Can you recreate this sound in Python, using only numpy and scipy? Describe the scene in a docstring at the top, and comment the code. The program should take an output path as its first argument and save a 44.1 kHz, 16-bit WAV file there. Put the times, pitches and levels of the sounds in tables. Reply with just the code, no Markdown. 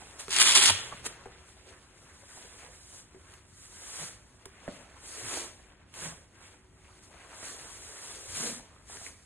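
"""In a furnished room, a hook-and-loop flap on a padded vest is torn open: hooks snap free as
clusters of filtered clicks. A hard plate is then slid up and down in its nylon pocket, heard as
filtered noise and clicks, while hands pat the cloth and knock the plate (decaying sines).
The room answers with decaying noise, rumbles and hums faintly; two microphone ports hear it all
with a phase offset and a likeness that depend on pitch."""
import sys
import numpy as np
from scipy import signal
from scipy.fft import rfft, irfft, next_fast_len
from scipy.io import wavfile

SR = 44100
rng = np.random.default_rng(int(sys.argv[2]) if len(sys.argv) > 2 else 0)


def wrap_up_sound(samples):
    """Save the sound to the file named by the first command line argument, as 16-bit audio."""
    columns = np.atleast_2d(samples).T
    # keep every value between -1 and 1, then stretch to whole-number steps
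    tamed = np.clip(columns, -1, 1)
    steps = np.round(tamed * 32767).astype(np.int16)
    wavfile.write(sys.argv[1], SR, steps)


def field_ratio(decibels):
    """Amplitude ratio for a level in dB (20 dB per decade); scalars and array-likes work."""
    return 10 ** (np.asarray(decibels, dtype=float) / 20)


N = 407925
SIZE = next_fast_len(N + SR)   # transform length, with room for a one-second tail
HZ = np.maximum(np.arange(SIZE // 2 + 1) * SR / SIZE, 1)
TIME = np.arange(N) / SR

# The pull of the tear. Each row: time in seconds, relative level in dB.
TEAR_PULL = [(.29, -46), (.305, -37.5), (.35, -25.5), (.39, -22), (.403, -17.5), (.448, -22), (.47, -18),
             (.55, -24.5), (.5525, -16), (.59, -18), (.61, -22.5), (.665, -16.5), (.705, -20), (.73, -61.5)]
# The flap gives way in jerks. Each row: time in seconds, relative peak in dB.
JERKS = [(0.3071, -10.5), (0.324, -18), (0.3351, -12.5), (0.3984, -13), (0.404, -11), (0.4285, -14.5),
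         (0.4702, -11.5), (0.509, -3.5), (0.554, -12), (0.5593, -1.5), (0.573, -11.5), (0.635, -12.5)]
# Bunches of hooks that part in one wide-band crack: rate, relative level.
BUNCHES_PER_S, BUNCH_DB = 1000, -1.5
# Stiff tape behind the hooks. Each row: mode in Hz, relative level in dB, t60 in seconds.
BACKING_MODES = [(3460, -25, 0.0039), (400, -55.5, 0.094)]
# Colour of the hook snaps. Each row: frequency in Hz, relative density in dB per Hz.
HOOK_COLOUR = [(300, -34), (800, -14), (1500, -8), (2400, -6.5), (3400, -0.5), (4300, -2), (6000, -4),
               (7500, -5.5), (10000, -6), (11200, -10), (12000, -27.5)]

# Strokes of hand, flap and plate along the nylon. Each row: peak time in seconds, hiss gain in dB,
# rise in seconds, fall in seconds (both spanning 20 dB), coarse-cloth gain in dB over the hiss gain.
STROKES = [(.196, -46, 0.012, 0.082, -18.5), (.73, -48, .015, 0.37, 1), (1.061, -38.5, 0.026, 0.015, -1),
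           (1.49, -60.5, 0.055, 0.064, 1), (1.68, -62, 0.04, 0.099, 12), (2.02, -65.5, 0.2, 0.41, 7),
           (2.36, -53, 0.23, 0.25, 0), (2.66, -59, 0.79, 0.076, 7), (2.98, -53.5, 0.48, 0.082, -5.5),
           (3.341, -63, 0.47, 0.12, 7), (3.599, -59, 0.17, .5, -27), (4.008, -43.5, 0.38, 0.16, -2),
           (4.738, -59, 0.22, 0.18, 7.5), (5.081, -50, 0.088, 0.57, -18.5), (5.343, -39, 0.27, 0.15, 2),
           (5.97, -52, 0.03, 0.31, 4), (6.051, -43, 0.11, 0.095, 1), (6.45, -62, 0.17, 0.18, 8.5),
           (6.9, -67.5, 0.47, 0.3, 8.5), (7.04, -59.5, 0.044, 0.1, -20), (7.47, -46.5, 0.17, 0.13, -2),
           (7.7, -52, 0.7, 1, -28), (8.08, -49.5, 0.31, 0.33, 0), (8.443, -37, 0.23, 0.14, -3.5),
           (8.908, -48, .04, 0.18, -1.5), (9.068, -49, 0.213, 0.085, -5)]
RISE_ROUNDNESS, FALL_ROUNDNESS = 1.21, 1.56   # 1 pointed, 2 bell: gathers speed evenly, stops short
# Cloth creaking under resting hands. 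Each row: time in seconds, hiss gain in dB,
# coarse-cloth gain in dB.
RESTING_HANDS = [(0, -58.5, -49.5), (.29, -60, -53.5), (1.0, -70, -50), (1.45, -67.5, -59.5),
                 (3.2, -75.5, -66.5), (4.3, -68, -64), (4.69, -74, -55), (4.95, -71, -56),
                 (5.7, -106.5, -60.5), (6.7, -83.5, -80), (7.16, -88, -54), (7.4, -79, -50),
                 (8.7, -75.5, -60.5), (9.25, -66.5, -69)]
# Colour of the fine weave. Each row: frequency in Hz, relative density in dB per Hz.
HISS_COLOUR = [(1500, -3.5), (2500, -6.5), (6500, 2.5), (8500, 1.5), (10500, -1), (12000, -6)]
# Colour of the coarse folds. Each row: frequency in Hz, relative density in dB per Hz.
FOLD_COLOUR = [(250, -0.5), (450, 2), (900, 0.5), (1600, 0), (2600, -2.5), (4000, -9)]
# The plate edge scratches over threads: rate, mean gain against the coarse cloth.
SCRATCHES_PER_S, SCRATCH_DB = 360, -11
# Colour of the scratches. 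Each row: frequency in Hz, relative density in dB per Hz.
SCRATCH_COLOUR = [(400, -1), (1500, -4), (4000, -6), (9000, -13.5)]

# Quick brushes of flap and hand. Each row: peak time in seconds, peak gain in dB,
# rise in seconds, fall in seconds (both time constants).
BRUSHES = [(0.197, -36, 0.0011, 0.025), (1.067, -24.5, 0.0077, 0.0052), (3.321, -50, 0.00055, .003),
           (3.338, -42.5, .0009, .004), (4.4557, -35.5, 0.00042, 0.004), (5.94, -41.5, .0006, 0.035),
           (0.282, -37.5, 0.00066, 0.0026)]
CRACK_DB = 15.5   # height of the one click at the peak of a sudden brush, before colouring
# Colour of the brushes. Each row: frequency in Hz, relative density in dB per Hz.
BRUSH_COLOUR = [(700, -1.7), (2000, 0.68), (5000, -1.7), (11000, -2.5)]

# Pats and knocks. Each row: time in seconds, relative level in dB, settled pitch in Hz.
KNOCKS = [(0.02, -39, 764), (0.282, -33, 1330), (0.282, -34, 410), (1.2569, -37, 770), (1.2601, -36, 414),
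          (1.269, -46.5, 474), (1.668, -52, 372), (2.373, -44.5, 720), (2.448, -47.5, 480),
          (3.146, -45, 370), (3.158, -54, 300), (3.1623, -49.5, 383), (4.4583, -42.5, 1020),
          (4.4595, -41, 400), (4.678, -28, 590), (4.6839, -33, 234), (7.144, -46.5, 680), (7.427, -42, 590),
          (8.596, -42.5, 790), (8.763, -48, 1225), (8.898, -42, 720), (8.9705, -33, 1706),
          (9.014, -43, 670), (9.0646, -32.5, 2090)]
BOUNCE_S, BOUNCE_DB = 0.0105, -9.5   # every blow rebounds softly, twice
# Modes of the padding. Each row: frequency in Hz, relative level in dB, t60 in seconds.
PADDING_MODES = [(150, -7, 0.025), (248.7, -9, 0.023), (367, -6, 0.016)]
# Colour of the contact scuff. Each row: frequency in Hz, relative density in dB per Hz.
SCUFF_COLOUR = [(800, 0.5), (2000, 6.0), (3000, -8.0), (9000, -15.0)]

# Soft pats of the hand. Each row: time in seconds, pitch in Hz, level in dB.
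PATS = [(0.703, 928.4, -24), (0.929, 1146, -38), (.931, 620, -48), (.941, 160, -45), (1.072, 449.3, -41),
        (2.235, 560, -53.5), (2.64, 800, -52), (2.695, 520, -55)]
PAT_HALF_S = 0.01
# Brief drones of vest, stand and dragged plate. Each row: time in seconds, pitch in Hz,
# level in dB, half length in seconds.
DRONES = [(0.73, 95.2, -42.5, .04), (0.948, 125.3, -56.5, 0.38), (4.029, 150, -48, 0.036),
          (4.73, 261, -54, 0.025), (4.985, 62.4, -48.5, 0.053), (5.266, 112.6, -46, 0.04),
          (5.382, 343.8, -48.5, 0.086), (6.076, 160.8, -46, 0.063), (8.325, 92.4, -49, 0.067),
          (8.401, 158, -49, 0.031), (8.477, 469.3, -44.5, 0.042), (8.481, 239.4, -44.5, 0.098)]

# Decay of the room. Each row: frequency in Hz, t60 in seconds.
ROOM_DECAY = [(200, 1), (1000, 0.65), (3000, 0.6), (8000, 0.28)]
REVERB_DB, POCKET_REVERB_DB = -7, -8   # the flap rings out into the room more than the pocket
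# Colour of the room rumble. Each row: frequency in Hz, relative density in dB per Hz.
ROOM_COLOUR = [(15, -34.5), (25, -4.5), (54, 8.5), (80, 9), (146, 0), (371, -5.5), (421, -12.5),
               (867, -16.5), (2070, -18), (4200, -34.5), (8800, -66.5)]
ROOM_TONE_DB, HUM_HZ = -57.5, 372
# The room's hum. Each row: time in seconds, level in dB.
HUM_LEVEL = [(1.1, -78), (1.3, -61.5), (1.8, -72), (3.3, -71.5), (6.3, -73), (6.6, -63.5), (7.1, -65),
             (7.4, -102)]

# Right port against left, in the bass. Each row: frequency in Hz, lag in half cycles, likeness 0-1.
PORTS_BASS = [(0, 0.0013, 1.0), (300, 0.0058, 0.85)]
# The middle range for the flap. Each row: frequency in Hz, lag in half cycles, likeness 0-1.
PORTS_FLAP = [(2036, 0.11, 1), (2340, 0.073, 0.7), (2874, 0.92, 1), (4100, 0.17, 0.28), (4400, 0.67, 0.6),
              (5230, 1, 0.63)]
# The middle range for the pocket. Each row: frequency in Hz, lag in half cycles, likeness 0-1.
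PORTS_POCKET = [(2126, 0.062, 0.67), (2600, 0, 0.027), (3470, 0.12, 0.06), (4050, 1, 0.16), (4680, 1, 1)]
# The treble of both. Each row: frequency in Hz, lag in half cycles, likeness 0-1.
PORTS_TREBLE = [(5200, 1, 1), (5800, 1, 1), (6200, 1.2, .55), (6800, 1.8, .7), (7200, 2, 1), (9500, 2, 1),
                (10300, 2.4, .45), (10800, 2.7, .6), (11100, 3, 1)]
OPPOSED_HZ, IN_STEP_HZ = 5450, 8000
# The gap near 5 kHz in the sum of both channels. Each row: time in seconds, # mean width from -1 narrow to 1
# wide.
GAP_WIDTH = [(1.9, 0.21), (2.3, 1), (4.1, 0.33), (4.6, 0.11)]


def rms_one(x):
    """Normalisation: the signal scaled to a root mean square of 1."""
    return x / np.sqrt(np.mean(x ** 2) + 1e-20)


def in_time(rows):
    """Linear interpolation: the columns of a curve, sample by sample."""
    s, *columns = np.transpose(rows)
    return [np.interp(TIME, s, column) for column in columns]


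def at_hz(points):
    """Interpolation over log frequency: a table read at every bin."""
    hz, values = np.array(points)[:, 0], np.array(points)[:, 1]
    return np.interp(np.log(HZ), np.log(hz), values)


def shaped(x, response):
    """Linear filtering: multiplication of the spectrum by a frequency response."""
    return irfft(rfft(x, SIZE) * response, SIZE)[..., :N]


def around(hz, width):
    """Band-pass response: a bell over log frequency."""
    return np.exp(-(np.log(HZ / hz) / width) ** 2)


def coloured(x, spectrum):
    """Spectral colouring: the tabled slope, falling away below its first point; rms 1."""
    bass_fall = np.minimum(HZ / spectrum[0][0], 1) ** 2
    return rms_one(shaped(x, field_ratio(at_hz(spectrum)) * bass_fall))


def drift(rate):
    """Low-passed noise: slow chance of spread 1, with its corner at rate in Hz."""
    return rms_one(shaped(rng.standard_normal(N), 1 / (1 + (HZ / rate) ** 2)))


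def grains(per_s, spread_db):
    """Shot noise: random clicks of uneven size."""
    sizes = field_ratio(spread_db * np.minimum(rng.exponential(1, N), 3)) * rng.standard_normal(N)
    happens = rng.random(N) < per_s / SR
    return sizes * happens * np.sqrt(SR / per_s) / field_ratio(spread_db)


def ring(clicks, hz, t60):
    """Damped resonance: a unit click sets a sine of height about 1 ringing."""
    r, w = field_ratio(-60 / (t60 * SR)), 2 * np.pi * hz / SR
    return signal.lfilter([0, np.sin(w)], [1, -2 * r * np.cos(w), r * r], clicks + 1e-18)


def die_away(clicks, seconds):
    """Exponential decay: each click leaves a tail with this time constant."""
    return signal.lfilter([1], [1, -np.exp(-1 / (seconds * SR))], clicks + 1e-18)


def tear():
    """Stick-slip release: hooks snap in clumps across pitch; a jerk frees a burst behind one big snap."""
    level_db, = in_time(TEAR_PULL)
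    per_s = 4500 * field_ratio(np.clip(level_db + 16.5, -20, 0))   # a harder pull frees hooks faster
    jerks = np.zeros(N)
    jerks[[round(s * SR) for s, db in JERKS]] = field_ratio(np.array(JERKS)[:, 1])
    torn = (TIME > TEAR_PULL[0][0]) * (TIME < TEAR_PULL[-1][0])
    pull = field_ratio(level_db + 1.9 * drift(70)) * torn + field_ratio(-20.0) * die_away(jerks, 0.0037)

    snapping = field_ratio(1.5) * jerks + field_ratio(BUNCH_DB) * grains(BUNCHES_PER_S, spread_db=2.5) * pull
    for hz in np.geomspace(225, 12500, num=11):
        snaps = grains(per_s, spread_db=-2.5) * field_ratio(1.3 * drift(120)) * pull
        snapping = snapping + shaped(snaps, around(hz, 0.48))
    backing = sum(field_ratio(db) * ring(snapping, hz, t60) for hz, db, t60 in BACKING_MODES)
    return backing + shaped(snapping, field_ratio(at_hz(HOOK_COLOUR) + 5.5))


def stroke_gains():
    """Incoherent addition: strokes swell, peak and die away, adding in power to resting hands."""
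    hiss, coarse = field_ratio(np.array(in_time(RESTING_HANDS))) ** 2
    for s, db, rise, fall, coarse_db in STROKES:
        away = np.abs(TIME - s) / np.where(TIME < s, rise, fall)
        drop = np.where(TIME < s, away ** RISE_ROUNDNESS, away ** FALL_ROUNDNESS)
        power = field_ratio(db - 20 * drop) ** 2
        hiss, coarse = hiss + power, coarse + power * field_ratio(coarse_db) ** 2
    return np.sqrt(hiss), np.sqrt(coarse)


def rubbing():
    """Friction noise: fine weave hisses and coarse folds scuff, each size of fold at its own pace."""
    hiss_gain, coarse_gain = stroke_gains()
    catch_db = 0.77 * drift(14) + 0.96 * drift(11)   # the cloth catches and slips
    hiss = coloured(rng.standard_normal(N), HISS_COLOUR) * field_ratio(6.5 + catch_db)
    folds = 0
    for hz in np.geomspace(300, 4000, num=7):
        scuffs = grains(2.5 * hz, spread_db=-0.5) * field_ratio(3.0 * drift(12))
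        folds = folds + shaped(scuffs, around(hz, 0.55))
    folds = coloured(folds, FOLD_COLOUR) * field_ratio(catch_db)
    scratches = coloured(grains(SCRATCHES_PER_S, spread_db=2.5), SCRATCH_COLOUR)
    scratches = scratches * field_ratio(SCRATCH_DB + 2.0 * drift(40))
    return hiss_gain * hiss + coarse_gain * (folds + scratches)


def brushes():
    """Enveloped shot noise: short wide-band swishes that swell and stop."""
    envelope, grain = 0, grains(9000, spread_db=1.5)
    sudden = [round(s * SR) for s, db, rise, fall in BRUSHES if rise < 0.002]
    grain[sudden] = field_ratio(CRACK_DB)
    for s, db, rise, fall in BRUSHES:
        envelope = envelope + field_ratio(db) * np.exp(-np.abs(TIME - s) / np.where(TIME < s, rise, fall))
    return envelope * coloured(grain, BRUSH_COLOUR)


def knocks():
    """Impact: a blow scuffs and rings, sagging in pitch as the cloth gives; padding thuds, most if dull."""
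    out, contact = np.zeros(N), np.zeros(N)
    thuds = np.zeros((len(PADDING_MODES), N))
    strength_db = rng.normal(0, 0.82, (len(KNOCKS), len(PADDING_MODES)))
    for (s, db, hz), own_db in zip(KNOCKS, strength_db):
        at, cycles = round(s * SR), TIME[:SR // 10] * hz
        phase = 2 * np.pi * (cycles + 0.17 * (1 - np.exp(-cycles / 0.25)))
        # a second, shorter partial colours the start
        swing = np.sin(phase) + 0.18 * np.sin(0.82 * phase) * np.exp(-cycles / 1.7)
        decay = field_ratio(db + 7.5 - 60 * (cycles / 12.4) ** 1.14)
        tap = swing * decay * (1 - np.exp(-cycles / 0.96))
        out[at:at + len(tap)] += tap[:N - at]
        thuds[:, at + round(0.003 * SR)] = field_ratio(db + own_db) * min(600 / hz, 1)
        contact[at] = field_ratio(db - 9.5)
    out += die_away(contact, 0.0026) * coloured(rng.standard_normal(N), SCUFF_COLOUR)
    for clicks, (hz, db, t60) in zip(thuds, PADDING_MODES):
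        out += field_ratio(db) * ring(clicks, hz, t60)
    rebounds = 0
    for k in (1, 2):
        later = np.interp(TIME - k ** 0.98 * BOUNCE_S, TIME, out)
        rebounds = rebounds + field_ratio(k * BOUNCE_DB) * later
    return out + rebounds


def drones():
    """Modulated carriers: narrow noise bands that swell and fade, wider the higher they lie."""
    out, wobble = 0, drift(33) + 1j * drift(29.64)
    for s, hz, db, half_s in DRONES + [(*pat, PAT_HALF_S) for pat in PATS]:
        # the wobble is read faster for a higher pitch
        place = (np.arange(N) * (hz / 130) ** 1.3).astype(int) % N
        rough = 1 + 0.8 * wobble[place]
        swell = np.exp(-((TIME - s) / half_s) ** 2 + 2j * np.pi * hz * TIME)
        out = out + rough * field_ratio(db) * swell
    return np.real(out)


def reverb(x):
    """Diffuse decay: convolution with noise that dies away band by band, another one for each side."""
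    t, edges, tail = TIME[:SR], 60 * 2. ** np.arange(9), 0
    hz, seconds = np.transpose(ROOM_DECAY)
    for low, high in zip(edges, edges[1:]):
        t60 = np.interp(np.log(low * high) / 2, np.log(hz), seconds)
        octave = signal.butter(2, [low, high], "band", fs=SR, output="sos")
        band = signal.sosfilt(octave, rng.standard_normal((2, SR)))
        onset = 1 - np.exp(-t / 0.002)
        tail = tail + band * field_ratio(-60 * t / t60) * onset / np.sqrt(t60)
    return shaped(x, rfft(rms_one(tail) / np.sqrt(SR), SIZE))


def room_tone():
    """Partial coherence: low rumble, alike on both sides only in the bass, and a hum that comes and goes."""
    mid, side = rng.standard_normal((2, N))
    side = shaped(side, 0.49 * HZ / (HZ + 500))
    rumble = coloured(np.array([mid + side, mid - side]), ROOM_COLOUR)
    hum = np.sin(2 * np.pi * HUM_HZ * TIME + 0.5 * drift(3.6)) * field_ratio(in_time(HUM_LEVEL)[0])
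    waver_db = 0.8 * drift(3)
    return field_ratio(ROOM_TONE_DB + waver_db) * rumble + hum


def ports(sound, middle_rows, width):
    """Interchannel coherence: above the low middle, ports differ by phase lag and a restless unlike part."""
    hz, half_cycles, likeness = np.transpose(PORTS_BASS + middle_rows + PORTS_TREBLE)
    mid, side = (sound[0] + sound[1]) / 2, (sound[0] - sound[1]) / 2
    # same envelope, wandering phase
    unlike = np.real(signal.hilbert(mid, SIZE)[:N] * np.exp(3j * drift(58)))
    mid, unlike = rfft(mid, SIZE), rfft(unlike, SIZE)
    side = rfft(side, SIZE) * 0.3 * HZ / (HZ + 300) / (1 + (HZ / 900) ** 4)

    out, width = 0, np.clip(width + 0.91 * drift(12.0), -1, 1)
    for step in (-1, 0, 1):   # narrow, middle and wide gap near 5 kHz, crossfaded
        below = np.minimum(HZ * (1 + 0.082 * step), OPPOSED_HZ)
        above = np.maximum(HZ * (1 - 0.047 * step * (HZ < IN_STEP_HZ)), OPPOSED_HZ)
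        moved = np.where(HZ < OPPOSED_HZ, below, above)
        angle = np.arccos(np.clip(np.interp(moved, hz, likeness), 0, 1)) / 2
        common, apart = mid * np.cos(angle), unlike * np.sin(angle) + side
        lag = np.exp(-1j * np.pi * np.interp(moved, hz, half_cycles))
        both = irfft([common + apart, (common - apart) * lag], SIZE)[:, :N]
        out = out + both * np.clip(1 - np.abs(width - step), 0, 1)
    return out


def scene():
    """Superposition: the flap, a little higher, meets the ports at another angle than pocket and room."""
    flap, pocket = tear(), rubbing() + brushes() + knocks()
    echo = reverb(field_ratio(REVERB_DB) * flap + field_ratio(POCKET_REVERB_DB) * pocket)
    pocket = pocket + echo + drones() + room_tone()   # the room answers from the pocket's side
    flap_heard = ports(np.array([flap, flap]), PORTS_FLAP, 0)
    return flap_heard + ports(pocket, PORTS_POCKET, *in_time(GAP_WIDTH))


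def roll_off(x):
    """The treble ends steeply here."""
    return signal.sosfilt(signal.butter(12, 12300, fs=SR, output="sos"), x)


def record(dry):
    """Linear gain: the input level is set for the finished mix."""
    mix = field_ratio(-2.5) * dry
    return roll_off(mix)


dry = scene()
out = record(dry)
wrap_up_sound(out)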